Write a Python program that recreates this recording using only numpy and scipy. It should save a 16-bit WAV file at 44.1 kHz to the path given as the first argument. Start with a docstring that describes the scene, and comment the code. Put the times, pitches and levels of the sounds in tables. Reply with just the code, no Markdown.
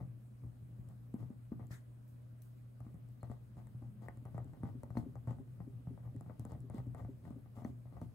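"""Small thuds, knocks, ticks and scratches sound over a low mains hum and faint room and microphone noise.
Steel tweezers are picking at old glue on the paper cone of a loudspeaker lying on a table.
Each touch sets the box, its panels, the cone and the steel tip ringing; scraping shakes them with many
tiny slips. The cone knocks softly as it settles back, the tweezer arms clink, and a hand brushes past.
Below, a "mode" is one tone an object rings at, and "t60" is the time it takes to fade by 60 dB."""
import sys
import numpy as np
from scipy import signal
from scipy.fft import rfft, irfft, next_fast_len
from scipy.io import wavfile

SR = 44100
rng = np.random.default_rng(int(sys.argv[2]) if len(sys.argv) > 2 else 0)


def dump(signal):
    """Clip the signal to [-1, 1] and save it as 16-bit WAV at the path in sys.argv[1]."""
    limited = np.clip(np.atleast_2d(signal).T, -1, 1)
    pcm = np.round(limited * 32767).astype(np.int16)
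    wavfile.write(sys.argv[1], SR, pcm)


N = 358974


def from_db(db):
    """Turn decibels into a gain to multiply by."""
    return 10 ** (np.asarray(db) / 20)


def pan(db):
    """Left and right gains, with the left louder by db."""
    return from_db([[db / 2], [-db / 2]])


def rms_one(x):
    """Scale a signal to an average level (rms) of 1."""
    return x / np.sqrt(np.mean(x ** 2) + 1e-20)


def at_hz(points, hz):
    """Read between the rows of a (frequency, value) table, with octaves evenly spaced."""
    freqs, values = np.transpose(points)
    return np.interp(np.log(hz), np.log(freqs), values)


def drift(rate_hz):
    """A slow random wobble, about 1 in size."""
    keep = np.exp(-80 * np.pi * rate_hz / SR)
    noise = rng.standard_normal(N // 40 + 2002)   # one value every 40 samples
    slow = signal.lfilter([1], [1, -2 * keep, keep * keep], noise)[2000:]
    return np.interp(np.arange(N) / 40, np.arange(len(slow)), rms_one(slow))


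def ring(clicks, hz, t60):
    """Each click starts a fading sine wave as tall as the click."""
    keep, turn = from_db(-60 / (t60 * SR)), 2 * np.pi * hz / SR
    return signal.lfilter([0, np.sin(turn)], [1, -2 * keep * np.cos(turn), keep * keep], clicks + 1e-18)


def banded_noise(spectrum, flicker_db):
    """Stereo noise of rms 1, built from third-octave bands that each flicker on their own."""
    # how alike left and right are: (frequency [Hz], likeness [1 = the same])
    likeness = [(30, 0.96), (120, 0.77), (300, 0), (700, .15), (1500, 0), (5500, 0), (7500, 0.95),
                (15000, 1)]
    out, edges = 0, 25 * 2 ** np.arange(0, 9.4, 1 / 3)
    white = rng.standard_normal((2, 2, N))
    for k, (low, high) in enumerate(zip(edges, edges[1:])):
        band = signal.butter(2, [low, high], "band", fs=SR, output="sos")
        mid, side = signal.sosfilt(band, white[k % 2])
        hz = np.sqrt(low * high)
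        alike = np.clip(at_hz(likeness, hz), -.78, .78)
        gain = from_db(at_hz(spectrum, hz) + flicker_db * drift(10))
        out = out + gain * (np.sqrt(1 + alike) * mid + np.sqrt(1 - alike) * side * [[1], [-1]])
    return rms_one(out)


def strokes(rows, rise_db_per_s, fall_db_per_s):
    """Each stroke swells up to its start, holds, then fades; gives one gain curve per level column."""
    t, out = np.arange(N) / SR, 0
    for start, length, *level_db in rows:
        before, after = np.maximum(start - t, 0), np.maximum(t - start - length, 0)
        near = (before < 1) & (after < 1)
        drop_db = rise_db_per_s * before[near] + np.c_[fall_db_per_s] * after[near]
        gain = np.zeros((len(level_db), N))
        gain[:, near] = from_db(np.c_[level_db] - drop_db)
        out = out + gain
    return out


def background_noise():
    """The room and the microphone add a faint rumble and hiss."""
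    # tone of the noise: (frequency [Hz], relative level [dB])
    colour = [(30, -12), (60, -1), (85, -5.5), (120, -1.5), (165, -10), (215, -5.5), (300, -12),
              (400, -23.5), (520, -16.5), (800, -31), (1200, -28.5), (2000, -35.5), (3500, -41),
              (6300, -46), (7800, -46), (10000, -39), (13000, -48), (16000, -38.5)]
    return from_db(-62.5) * banded_noise(colour, flicker_db=1.4)


def mains_hum():
    """Mains power hums in low tones that waver a little."""
    # hum tones: (frequency [Hz], level [dB], waver [dB])
    tones = [(120.0, -54.5, 0.5), (60.0, -75.5, 1.5), (210, -77.5, 6.5)]
    t, out = np.arange(N) / SR, 0
    for hz, level_db, waver_db in tones:
        height = np.sqrt(2) * from_db(level_db + waver_db * drift(1))
        out = out + height * np.sin(2 * np.pi * hz * t + 0.37 * drift(1.8))
    return out * pan(1)


def room_echo(x, t60=0.27, wall_cut_hz=3500):
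    """Sound bounces between walls: six repeating echoes a side, softer and duller each time round."""
    size = next_fast_len(N + SR)
    turn = 2 * np.pi * np.arange(size // 2 + 1) / size   # frequency in radians per sample
    dull = 1 / (1 + 1j * turn * SR / (2 * np.pi * wall_cut_hz))
    lags = rng.uniform(.008, 0.046, (2, 6)) * SR
    response = np.zeros((2, len(turn)), complex)
    for (side, k), lag in np.ndenumerate(lags):
        trip = from_db(-60 * lag / SR / t60) * dull * np.exp(-1j * turn * round(lag))
        response[side] += (-1) ** k * trip / (1 - trip)   # all the round trips added up
    return irfft(rfft(x, size) * response, size)[:, :N]


def hand_brush():
    """Skin and sleeve brush past in one short puff of noise."""
    # the brushing move: (start [s], length [s], level [dB])
    moves = [(1.714, 0.029, -60)]
    # its tone: (frequency [Hz], relative level [dB])
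    colour = [(700, -3), (1100, -2), (1500, -3), (1900, 4), (2400, -15), (3700, -15.5), (5200, -9.5),
              (6200, -16.5), (7500, -14), (11000, -19), (16000, -22)]
    swell = strokes(moves, rise_db_per_s=1600, fall_db_per_s=[272])
    return swell * banded_noise(colour, flicker_db=2.0) * pan(3)


def finger_slides():
    """Fingers slide along the steel with a brief, high hiss."""
    # the slides: (start [s], length [s], level [dB])
    moves = [(2.079, 0.011, -80), (2.422, .005, -73)]
    # their tone: (frequency [Hz], relative level [dB])
    colour = [(3000, -12), (7000, -8), (11500, -3), (16000, -1)]
    swell = strokes(moves, rise_db_per_s=6000, fall_db_per_s=[150])
    return swell * banded_noise(colour, flicker_db=1.0)


def squeak(start_s=3.207, hz=4200, t60=.08, level_db=-77):
    """A short rub sets one high tone ringing."""
    t = np.arange(N) / SR - start_s
    rub = (t > 0) * np.exp(-abs(t) / .025) * rng.standard_normal(N)
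    ring_gain = np.sqrt(t60 * SR / np.log(1000) / 4)   # how much ringing boosts noise
    return from_db(level_db) * ring(rub, hz, t60) / ring_gain


def cone_knocks():
    """The cone settles back with hollow knocks; ringing each mode twice makes them swell softly."""
    # the knocks: (time [s], level [dB])
    knocks = [(4.452, -50), (4.748, -50.5), (5.06, -41.5), (5.395, -47), (5.672, -46.5), (5.788, -61),
              (5.904, -46), (6.149, -44.5), (6.637, -50.5), (6.867, -47.5), (7.087, -42), (7.36, -47.5),
              (7.694, -48.5)]
    # their hollow modes: (frequency [Hz], level [dB], t60 [s], time shift [s])
    modes = [(264, 1, 0.044, 0.0), (394.7, -13.5, 0.059, 0.0), (545, -16, 0.026, -.004)]
    times, knock_db = np.transpose(knocks)
    luck, out = rng.standard_normal((len(times), len(modes))), np.zeros(N)
    for k, (hz, level_db, t60, shift) in enumerate(modes):
        drive = np.zeros(N)
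        drive[((times + shift) * SR).astype(int)] = from_db(knock_db + level_db + 2.0 * luck[:, k])
        peak = t60 * SR / (2 * np.e * np.log(1000))   # height a click reaches after two rings
        out += ring(ring(drive, hz, t60), hz, t60) / peak
    return out * pan(4)


def struck(modes, times, blow_db, spread_db, soft_hz, rubbing=0, tilt_db=0, crunch_s=0, rub_tilt_db=0):
    """Blows and rubbing ring an object's modes; a tilt (dB per octave) above 0 favours the high ones."""
    at, out = np.round(np.asarray(times) * SR).astype(int), np.zeros((2, N))
    luck = rng.standard_normal((len(at), len(modes), 3))   # random strength: shared, left, right
    soft = signal.butter(4, min(soft_hz, .45 * SR), fs=SR, output="sos")   # soft contact dulls a blow
    cracks = rng.standard_normal(N)
    for k, (hz, level_db, t60, pan_db) in enumerate(modes):
        octaves_up = np.log2(hz / modes[0][0])
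        luck_db = spread_db * (luck[:, k, :1] + 0.79 * luck[:, k, 1:]).T
        drive = np.zeros((2, N))
        drive[:, at] -= from_db(blow_db + tilt_db * octaves_up + luck_db)
        if crunch_s:   # each blow becomes a burst of cracks dying over this time
            keep = np.exp(-1 / (crunch_s * SR))
            drive = cracks * signal.lfilter([np.sqrt(1 - keep ** 2)], [1, -keep], drive + 1e-18)
        drive += rubbing * from_db(rub_tilt_db * octaves_up)
        out += from_db(level_db) * pan(pan_db) * ring(drive, hz, t60)
    return signal.sosfilt(soft, out)


def grit(per_s, spread_db, apart):
    """Tiny random slips, a few much larger; `apart` is the gain of extra slips heard on one side only."""
    sizes = from_db(spread_db * np.minimum(rng.exponential(1, (3, N)), 4)) * rng.choice([-1, 1], (3, N))
    slips = sizes * (rng.random((3, N)) < per_s / SR)
    return rms_one(slips[0] + apart * slips[1:])


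def tip_pressure():
    """The tip's scrapes add to its resting weight; gives strength curves for cone, box and rasp."""
    # scrapes across the glue: (start [s], length [s], cone [dB], box [dB], rasp [dB])
    scrapes = [(0.004, 0.02, -60, -43, -82), (0.43, 0.024, -67, -49.5, -90), (0.89, 0.018, -67, -58.5, -84),
               (1.19, 0.045, -62, -43, -79), (1.52, .01, -74, -49.5, -91), (1.6, 0.022, -65.5, -52.5, -90),
               (2.85, .04, -72, -52, -87), (3.235, .03, -69, -59, -83), (3.31, 0.014, -70, -67, -76),
               (3.58, 0.01, -58, -61, -78), (3.82, 0.022, -75, -50.5, -89), (4.025, 0.03, -56, -66, -78.5),
               (4.35, 0.023, -77, -57, -84), (4.64, 0.045, -61, -52, -80.5),
               (4.974, 0.0078, -61, -41, -66.5), (5.28, 0.035, -55, -46, -75.5),
               (5.6, 0.016, -71, -52, -97), (5.89, 0.026, -79, -54.5, -94), (6.04, 0.024, -63, -53.5, -92),
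               (6.27, 0.018, -66, -56, -86), (6.4, .01, -78, -50.5, -77), (6.5, 0.029, -59.5, -50, -76.5),
               (6.75, 0.033, -54, -45, -74), (6.982, 0.018, -55, -46.5, -78.5), (7.25, 0.03, -62, -59, -80),
               (7.56, 0.045, -59, -52, -75), (7.66, 0.028, -70, -46, -76), (7.93, 0.049, -61, -47.5, -83),
               (8.02, .02, -79, -53.5, -76.5)]
    # weight of the resting tip: (time [s], push on the box [dB])
    weight = [(0.4, -69), (0.8, -53.5), (1.1, -63), (1.68, -59.5), (1.75, -87), (2.7, -81), (2.9, -65),
              (4.1, -55), (4.4, -48.5), (5.3, -53.5), (6.2, -55.5), (6.9, -50.5), (7.201, -52.5),
              (7.401, -50), (7.5, -78), (8.14, -59)]
    times, push_db = np.transpose(weight)
    rest_db = np.interp(np.arange(N) / SR, times, push_db)
    resting = from_db(rest_db + np.c_[[-24, 0, -38.5]])   # weaker in the cone and the rasp
    return strokes(scrapes, rise_db_per_s=992, fall_db_per_s=[363, 141, 377]) + resting


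def crumbling_glue(times, level_db, t60=0.13):
    """Glue crumbles after each touch; gives a strength curve that jumps up and dies away."""
    jumps = np.zeros(N)
    jumps[(times * SR).astype(int)] = from_db(level_db)
    return signal.lfilter([1], [1, -from_db(-60 / (t60 * SR))], jumps)


def glue_rasp(strength):
    """The tip drags over the glue with a flickering hiss."""
    # tone of the rasp: (frequency [Hz], relative level [dB])
    colour = [(1500, -9), (2500, 7), (4300, 5.5), (6500, 0), (8000, 5), (11000, -5), (16000, 1)]
    return from_db(-3.0) * strength * banded_noise(colour, flicker_db=1.6)


def steel_ticks(times, tip_db, rubbing, crunch_s=.0008):
    """The tip ticks and scratches, and the tweezer arms clink; thin steel gives off little low sound."""
    # modes of the tip and of the arms: (frequency [Hz], level [dB], t60 [s], left over right [dB])
    tip_modes = [(4400, -24, .012, 8), (5900, -23, .006, 12), (7910, -4, .004, 12), (9570, -4, .003, 12),
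                 (11000, -9, .002, 6), (14500, -12, .002, 4)]
    arm_modes = [(4300, -10, .025, 7), (6000, -8, .015, 10), (8500, -5, .016, 10), (11300, -5, .03, 8),
                 (13300, -12, .015, 6), (15300, -6, .015, 4)]
    # clinks of the arms, dry ticks of the tip alone: (time [s], level [dB], sharpness [dB per octave])
    clinks = [(2.4193, -54, 5), (4.972, -44.5, -13.5), (7.646, -45, -14), (8.0134, -48.5, -9)]
    ticks = [(0.888, -70, 7), (1.669, -66, 5), (2.0783, -78, 3)]
    out = struck(tip_modes, times, tip_db, spread_db=3.7, soft_hz=18000, rubbing=rubbing,
                 crunch_s=crunch_s)
    clink_s, clink_db, clink_tilt_db = np.transpose(clinks)
    out += struck(arm_modes, clink_s, clink_db - 9.5, spread_db=4.05, soft_hz=20000,
                  tilt_db=clink_tilt_db, crunch_s=crunch_s)
    tick_s, tick_db, tick_tilt_db = np.transpose(ticks)
    out += struck(tip_modes, tick_s, tick_db, spread_db=2.2, soft_hz=20000,
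                  tilt_db=tick_tilt_db, crunch_s=crunch_s)
    return signal.sosfilt(signal.butter(2, 3800, "high", fs=SR, output="sos"), out)


def tweezers_on_speaker():
    """Touches and scrapes shake the box, its panels, the paper cone and the steel together."""
    # touches: (time [s], cone [dB], box [dB], panel [dB], tip [dB], sharpness [dB per octave])
    touches = [(0.008, -53, -41, -49.5, -95, 1), (0.435, -63, -46, -50.5, -95, -3),
               (0.462, -71, -46, -62, -92, -12), (0.623, -73, -49, -56.5, -90, 0),
               (0.789, -79, -44, -79, -91, 2), (1.139, -41, -67, -37, -73, -10),
               (1.204, -75, -47.5, -52, -77, 6), (1.301, -52, -68, -45, -84, -10),
               (1.517, -46, -52.5, -37.5, -97, -4), (1.594, -44.5, -72, -44, -95, -4.5),
               (1.705, -46.5, -46.5, -52, -88, -8), (2.803, -46.5, -46, -54.5, -80, -8),
               (2.863, -53, -60, -49.5, -91, -7), (2.941, -49.5, -45, -63, -84, -21),
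               (3.087, -59.5, -58, -60, -77, -4), (3.229, -42, -41.5, -46.5, -72.5, 1),
               (3.297, -48.5, -47.5, -43.5, -84, 0), (3.314, -46.5, -63, -78, -76, 3),
               (3.568, -52, -47.5, -55, -81, -1), (3.669, -68, -61, -63, -76, 10),
               (3.745, -61, -47.5, -68, -93, -4), (3.819, -52, -59, -53, -86, -11),
               (4.02, -65, -72, -52.5, -81, 9.5), (4.083, -44.5, -53.5, -53, -70.5, 7.5),
               (4.171, -56, -47, -50, -76, 1.5), (4.252, -41, -40.5, -48, -69.5, -5),
               (4.344, -42.5, -40, -58, -77, -5), (4.378, -39.5, -57, -52, -76.5, 1.5),
               (4.443, -72, -62, -70, -76.5, 6), (4.533, -45, -65, -55, -79, -13),
               (4.632, -41.5, -38.5, -36.5, -74.5, 3), (4.832, -41.5, -46, -47.5, -67, -1),
               (4.903, -49, -41.5, -56, -74, 0.5), (4.952, -45, -42, -47, -92, -7),
               (4.969, -44, -41, -31.5, -81, 7.5), (4.986, -51, -44.5, -39, -88, -1),
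               (5.154, -43.5, -47, -54, -73.5, -4), (5.272, -42.5, -38.5, -40, -76, -1),
               (5.307, -57, -48, -41.5, -75, 11.5), (5.384, -57, -57, -54, -86, 2.5),
               (5.474, -70, -57, -61, -92, -8), (5.602, -53.5, -42.5, -58, -89, 3),
               (5.87, -46.5, -42, -53, -80, -5), (5.975, -47, -59, -57, -98, -6),
               (6.162, -69.5, -45.5, -62, -74, 9.5), (6.208, -46, -49.5, -47.5, -71, -1.5),
               (6.26, -52, -50, -63, -87, -7), (6.295, -42.5, -69, -46.5, -88, -3.5),
               (6.394, -48.5, -39, -42, -63, -1), (6.45, -40.5, -62, -45.5, -69, -3),
               (6.518, -48, -36, -44, -70, 0), (6.603, -72, -49.5, -55.5, -77, -2),
               (6.698, -41.5, -43, -47, -75, -5), (6.743, -53, -64, -42, -77, -10),
               (6.78, -62, -42.5, -63, -80, 12.5), (6.867, -82, -51, -50.5, -77, -4),
               (6.946, -42, -41.5, -49, -67, 0), (7.047, -52, -42, -53, -81, 4),
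               (7.251, -64, -49.5, -53, -83, 10), (7.274, -59, -50.5, -47.5, -85, -13),
               (7.304, -57, -73, -44.5, -78, 2), (7.458, -54.5, -52.5, -73, -93, 1),
               (7.572, -57, -55, -48.5, -83, 6), (7.619, -43.5, -50, -49, -89, -8),
               (7.647, -39.5, -64, -36, -73, 3), (7.854, -48, -51, -60.5, -91, -21),
               (7.967, -50, -65, -75, -87, -1), (8.014, -43.5, -42.5, -41.5, -80, 0)]
    # modes of the speaker's parts: (frequency [Hz], level [dB], t60 [s], left over right [dB])
    box_modes = [(68, -20, 0.069, -1), (103, -10.5, 0.021, 0), (125, 2.5, 0.13, 1.5),
                 (166.2, -0.5, 0.074, 0.5)]
    panel_modes = [(213.7, -2.5, 0.092, 1.5), (242.6, 0.5, 0.071, 1.5), (291.2, -15, 0.11, 1.5),
                   (372, -24, 0.021, 2.6)]
    cone_modes = [(430, 0.5, 0.01, 2.2), (556, 1, 0.021, 12), (625, 6.5, 0.025, 2.6), (711, -1, 0.062, 6.4),
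                  (795.7, -3.5, 0.067, 7), (882, -2, 0.047, 8.3), (1044, -5.5, 0.02, 18.2),
                  (1156, -6, 0.025, 9.4), (1504, -22.5, 0.077, 14), (1899, -5.5, 0.018, 5.1),
                  (2095, -13.5, 0.028, 0.84)]
    times, cone_db, box_db, panel_db, tip_db, tilt_db = np.transpose(touches)
    times = times + 0.001546   # every touch sounds about 1.5 ms after its listed time
    on_cone, on_box, rasp = tip_pressure()
    slips = grit(per_s=550, spread_db=4, apart=0.68)
    pushes = on_box * grit(per_s=250, spread_db=4, apart=0.28)
    scratching = (from_db(-36.5) * on_cone + crumbling_glue(times, cone_db - 49.5)) * slips
    box = struck(box_modes, times, box_db + 0.5, spread_db=2.93, soft_hz=306,
                 rubbing=from_db(-31) * pushes)
    panels = struck(panel_modes, times, panel_db + 0.5, spread_db=1.8, soft_hz=607,
                    rubbing=from_db(-36) * pushes)
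    cone = struck(cone_modes, times, cone_db - 14.5, spread_db=3.2, soft_hz=1820,
                  rubbing=scratching, tilt_db=tilt_db, rub_tilt_db=3.5)
    bass_cut = signal.butter(3, 70, "high", fs=SR, output="sos")   # a small box gives off no deep bass
    speaker = signal.sosfilt(bass_cut, box + panels + cone)
    right_lag = np.round(.00012 * SR)   # the path to the right side is longer
    speaker[1] = np.interp(np.arange(N) - right_lag, np.arange(N), speaker[1])
    steel = steel_ticks(times, tip_db + 11.5, rubbing=from_db(-27.5) * rasp * slips[0])
    return speaker + steel + glue_rasp(rasp)


def scene():
    """Mix the work on the speaker and its echo with the hand, the noise and the hum."""
    work = tweezers_on_speaker() + cone_knocks() + squeak()
    hand = hand_brush() + finger_slides()
    noise = background_noise()
    echo = from_db(-14.5) * room_echo(work.mean(axis=0))
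    return work + echo + hand + noise + mains_hum()


def record(dry):
    """The microphone drops the deepest bass, and the highest treble is cut."""
    thin = signal.sosfilt(signal.butter(2, 40, "high", fs=SR, output="sos"), dry)
    return signal.sosfilt(signal.cheby2(16, 40, 16100, fs=SR, output="sos"), thin)


dry = scene()
out = record(dry)
dump(out)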